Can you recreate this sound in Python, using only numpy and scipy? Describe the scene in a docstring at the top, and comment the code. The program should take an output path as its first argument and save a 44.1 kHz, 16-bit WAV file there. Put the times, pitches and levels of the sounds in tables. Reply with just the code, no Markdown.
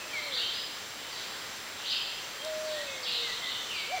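"""Songbirds in a forest by day, heard from the forest floor through a small mono camera microphone.
Their quick slurred notes reach it mostly as echoes, smeared by the trees into hissing swells.
Their held whistles come through more directly, and a low bird hoots in long pure glides.
The leaf litter ticks close by; far off lies a steady bed of insects and leaves.
The camera adds its own thin whine."""
import sys
import numpy as np
from scipy import signal
from scipy.fft import rfft, irfft
from scipy.io import wavfile
from scipy.ndimage import uniform_filter1d

SR = 44100
rng = np.random.default_rng(int(sys.argv[2]) if len(sys.argv) > 2 else 0)


def pcm_store(signal):
    """Save signal as 16-bit PCM."""
    levels = np.round(np.clip(np.atleast_2d(signal), -1, 1) * 32767)
    wavfile.write(sys.argv[1], SR, levels.astype(np.int16).T)


N = 176400
TIME = np.arange(N) / SR

# Songbird slurs, fast and wide.
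# Each row: start and length in seconds, first, middle and last pitch in Hz, relative level in dB.
SLUR_NOTES = [(.1, 0.021, 3240, 3235, 3200, -39), (.125, .06, 5100, 3725, 3020, -39.5),
              (.21, .04, 3430, 4100, 4280, -38.5), (.30, .06, 2995, 3587, 3675, -33),
              (.32, .045, 3447, 4256, 4770, -30.5), (.355, .045, 4695, 3420, 2450, -30),
              (.36, .02, 2125, 1614, 1250, -40.5), (.425, 0.043, 3230, 3990, 4550, -37),
              (.53, .05, 4900, 3773, 2710, -37.5), (.96, .1, 2700, 3336, 4010, -45.5),
              (1.1, 0.1, 5200, 3980, 2785, -40.5), (1.135, 0.1, 2800, 4010, 5100, -45.5),
              (1.765, 0.057, 4660, 3180, 2500, -40), (1.84, 0.048, 2818, 3740, 4730, -31),
              (1.852, 0.027, 5130, 3800, 2900, -34), (1.875, .045, 3883, 4610, 5200, -31),
              (1.895, 0.042, 4176, 3050, 2480, -28.5), (1.92, 0.076, 3300, 3186, 3180, -39),
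              (2.41, 0.033, 3005, 3710, 4370, -42.5), (2.665, .05, 4790, 3750, 2780, -37.5),
              (2.73, .07, 3010, 3660, 4620, -41.5), (2.85, .05, 4100, 3580, 3260, -41),
              (3.02, .07, 5653, 3353, 2480, -32), (3.045, .06, 3095, 3804, 5370, -31.5),
              (3.115, .055, 4450, 3980, 3540, -29), (3.125, .04, 3626, 3100, 2580, -33),
              (3.27, 0.098, 4700, 3730, 2810, -39.5), (3.415, 0.058, 2992, 3634, 4730, -33),
              (3.48, .08, 2644, 3306, 3750, -35.5), (3.68, 0.053, 3400, 2860, 2460, -34),
              (3.735, .06, 5100, 3990, 2700, -36), (3.94, .05, 4900, 3760, 2980, -46)]
# Songbird whistles, narrow and held.
# Each row: start and length in seconds, first, middle and last pitch in Hz, relative level in dB.
WHISTLE_NOTES = [(0, 0.036, 2670, 2586, 2470, -47), (.125, 0.081, 2390, 2217, 2014, -37.5),
                 (.405, 0.092, 3020, 3100, 3107, -39), (.54, 0.087, 4910, 5010, 4980, -44.5),
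                 (2.38, 0.057, 3120, 3170, 3190, -46.5), (2.725, 0.12, 1830, 1892, 1940, -46.5),
                 (2.85, 0.1, 2580, 2555, 2490, -48.5), (2.865, 0.14, 2220, 2144, 2200, -48.5),
                 (3.22, .14, 2237, 1997, 1947, -45), (3.41, 0.091, 2150, 2010, 1995, -44.5),
                 (3.725, 0.14, 2580, 2307, 2210, -43), (3.895, 0.11, 2300, 2340, 2256, -42.5),
                 (3.95, 0.058, 2186, 2080, 2000, -49)]
# The low bird's glides, one list a hoot. Each row: time in seconds, pitch in Hz, level in dB.
HOOT_GLIDES = [
    [(.06, 635, -62), (.17, 615, -54), (.28, 574, -48.5), (.37, 490.5, -53.5), (.46, 456, -57)],
    [(2.37, 458, -62), (2.42, 578, -50), (2.465, 632.5, -36.5), (2.57, 619, -37), (2.66, 626, -36.5),
     (2.76, 607, -37), (2.87, 563, -46.5), (2.96, 526, -50.5), (3.12, 484.7, -53), (3.22, 473, -48),
     (3.37, 455, -56)],
    [(3.88, 476, -59), (3.908, 559, -43), (3.925, 730, -37), (3.945, 743, -29.5), (3.962, 757, -36),
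     (3.978, 726, -36.5), (3.99, 560, -47), (4.0, 477, -42)],
]
# Ticks in the leaf litter. Each row: start in seconds, relative peak level in dB.
LITTER_TICKS = [(.4224, -31), (0.6716, -36), (.8884, -37), (2.4483, -24), (2.815, -29), (3.1223, -31)]
# The colour of a tick. Each row: frequency in Hz, relative level in dB.
TICK_SPECTRUM = [(1500, -31), (3900, 13), (6000, -1), (9000, 0), (12000, -9), (16000, -18)]
# The colour of far insects and leaves. Each row: frequency in Hz, relative level in dB.
BED_SPECTRUM = [(25, -9), (50, -8), (80, -4.5), (100, 1.5), (125, -3.5), (170, -1.5), (250, -.5), (500, 3),
                (800, 2), (1200, 4.5), (1600, 4.5), (2000, 5), (2500, 3), (3300, 2.4), (4300, 2),
                (5300, -0.5), (6100, -5.5), (7000, -7.5), (8500, -12), (10100, -10.5), (10800, -14),
                (12500, -17), (14000, -13.5), (16000, -12)]
# The swell of a soft rustle late on. 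Each row: time in seconds, level in dB.
RUSTLE_SWELL = [(2.5, -72), (2.75, -49.5), (3.0, -59), (3.3, -49.5), (3.5, -53), (3.8, -52), (4.0, -57)]
# The colour of that rustle. Each row: frequency in Hz, relative level in dB.
RUSTLE_SPECTRUM = [(100, -7), (330, -12), (600, -7), (1250, 5), (2500, -11.5), (8000, -6), (16000, -51)]
# The camera's whine and its octave. Each row: frequency in Hz, level in dB.
WHINE_TONES = [(7568.5, -55), (15137, -61.6)]

NOTE_EDGE = 0.17   # share of a note spent in attack, and in release
HOOT_FADE_S, HOOT_WAVER, HOOT_ECHO_DB = 0.023, 0.0026, -15
FOREST_BUILD_S, FOREST_T60_S, TRUNK_SPREAD_DB = 0.0073, 0.74, 2.5
FOREST_LATE_T60_S, FOREST_LATE_DB = 1.31, 1
TICK_DECAY_S = 0.0024
INSECT_DB, INSECT_HZ, INSECT_WIDTH_HZ, INSECT_RISE_DB_PER_S = -52.5, 6050, 990, 1.0
INSECT_THROB_DB, INSECT_PERIOD_S, INSECT_FIRST_PEAK_S = 3.3, .355, .12
BED_DB, BED_SWAY_DB = -41.5, 0.4
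FRAMES_PER_S, WHINE_WIDTH_HZ, CUTOFF_HZ = 30, 390, 15800


def songbird(notes, waver, direct_db):
    """A bird among the trees: each note is a wavering sine arcing through three pitches, plus echoes."""
    song = np.zeros(N)
    wobble = 1 + waver * drift(110)
    for start, length, first_hz, middle_hz, last_hz, db in notes:
        span = (TIME >= start) & (TIME < start + length)
        progress = (TIME[span] - start) / length
        arc = np.polyfit([0, .5, 1], [first_hz, middle_hz, last_hz], 2)
        pitch = np.polyval(arc, progress) * wobble[span]
        envelope = np.clip(np.minimum(progress, 1 - progress) / NOTE_EDGE, 0, 1)
        song[span] += from_db(db) * envelope * tone(pitch)
    return from_db(direct_db) * song + forest_echoes(song)


def hooting_bird():
    """A pure low tone that swoops up, holds and sinks as it fades, reaching the microphone mostly direct."""
    hoots = np.zeros(N)
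    for hoot in HOOT_GLIDES:
        times, hz, db = np.transpose(hoot)
        inside_s = np.minimum(TIME - times[0], times[-1] - TIME)
        gate = np.clip(inside_s / HOOT_FADE_S + 1, 0, 1)
        glide = uniform_filter1d(np.interp(TIME, times, hz), size=400)
        pitch = glide * (1 + HOOT_WAVER * drift(17))
        hoots += gate * from_db(np.interp(TIME, times, db)) * tone(pitch)
    return hoots + from_db(HOOT_ECHO_DB) * forest_echoes(hoots)


def forest_echoes(call):
    """Countless echoes off trunks and leaves: they build quickly, then die away slowly in a long tail."""
    t = TIME[:N // 2]
    build = 1 - np.exp(-t / FOREST_BUILD_S)
    early = from_db(-60 * t / FOREST_T60_S)
    late = from_db(FOREST_LATE_DB - 60 * t / FOREST_LATE_T60_S)
    scatter = rng.standard_normal(len(t)) * from_db(TRUNK_SPREAD_DB * drift(175)[:len(t)])
    echoes = scatter * (early + late) * build
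    return signal.fftconvolve(call, echoes / np.linalg.norm(echoes))[:N]


def litter_ticks():
    """Tiny dry snaps in the leaf litter, close to the microphone."""
    envelope = np.zeros(N)
    for start, db in LITTER_TICKS:
        after = TIME >= start
        envelope[after] += from_db(db) * np.exp(-(TIME[after] - start) / TICK_DECAY_S)
    return .5 * envelope * noise(TICK_SPECTRUM)


def insects():
    """A far chorus in one narrow band that throbs in step and slowly grows."""
    throb_db = INSECT_THROB_DB * np.cos(2 * np.pi * (TIME - INSECT_FIRST_PEAK_S) / INSECT_PERIOD_S)
    rise_db = INSECT_RISE_DB_PER_S * (TIME - TIME[-1])
    chorus = band(rng.standard_normal(N), INSECT_HZ, INSECT_WIDTH_HZ)
    return from_db(INSECT_DB + throb_db + rise_db) * chorus


def forest_bed():
    """The even hiss of far insects and leaves, and a soft rustle that swells in it."""
    hiss = from_db(BED_DB + BED_SWAY_DB * drift(1.3)) * noise(BED_SPECTRUM)
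    rustle_db = np.interp(TIME, *np.transpose(RUSTLE_SWELL))
    return hiss + from_db(rustle_db) * noise(RUSTLE_SPECTRUM)


def camera_whine():
    """The camera's own high tone and its octave; restarting on each picture frame gives a fine buzz."""
    since_frame = TIME % (1 / FRAMES_PER_S)
    return sum(from_db(db) * band(np.sin(2 * np.pi * hz * since_frame), hz, WHINE_WIDTH_HZ)
               for hz, db in WHINE_TONES)


def tone(hz):
    """A sine of rms 1 that follows a pitch."""
    return np.sqrt(2) * np.sin(2 * np.pi * (np.cumsum(hz) / SR + rng.random()))


def noise(spectrum):
    """Noise of a given colour, rms 1."""
    hz, db = np.transpose(spectrum)
    bin_hz = np.maximum(np.arange(N // 2 + 1) * SR / N, 1)
    gain = from_db(np.interp(np.log(bin_hz), np.log(hz), db))
    return rms_one(irfft(rfft(rng.standard_normal(N)) * gain, N))


def band(x, hz, width_hz):
    """Keep one band of a sound, rms 1."""
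    edges = np.clip([hz - width_hz / 2, hz + width_hz / 2], 10, .45 * SR)
    return rms_one(signal.sosfilt(signal.butter(2, edges, "band", fs=SR, output="sos"), x))


def drift(rate_hz):
    """A random wander of rms about 1, mostly slower than the given rate."""
    pole = np.exp(-80 * np.pi * rate_hz / SR)
    draws = rng.standard_normal(N // 40 + 2002)   # one every 40 samples, plus time to settle
    slow = signal.lfilter([1], [1, -2 * pole, pole * pole], draws)[2000:]
    return np.interp(np.arange(N) / 40, np.arange(len(slow)), rms_one(slow))


def from_db(db):
    """Decibels to gain."""
    return 10 ** (np.asarray(db) / 20)


def rms_one(x):
    """Scale to unit rms."""
    return x / np.sqrt(np.mean(x ** 2) + 1e-20)


def scene():
    """One microphone on the forest floor feeds both channels alike."""
    slurs = songbird(SLUR_NOTES, waver=0.01745, direct_db=-10.5)
    whistles = songbird(WHISTLE_NOTES, waver=0.014, direct_db=1.5)
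    birds = slurs + whistles + hooting_bird()
    mono = birds + forest_bed() + insects() + litter_ticks() + camera_whine()
    return np.array([mono, mono])


def record(dry):
    """The highest treble is cut steeply."""
    return signal.sosfilt(signal.ellip(12, .1, 80, CUTOFF_HZ, fs=SR, output="sos"), dry)


dry = scene()
out = record(dry)
pcm_store(out)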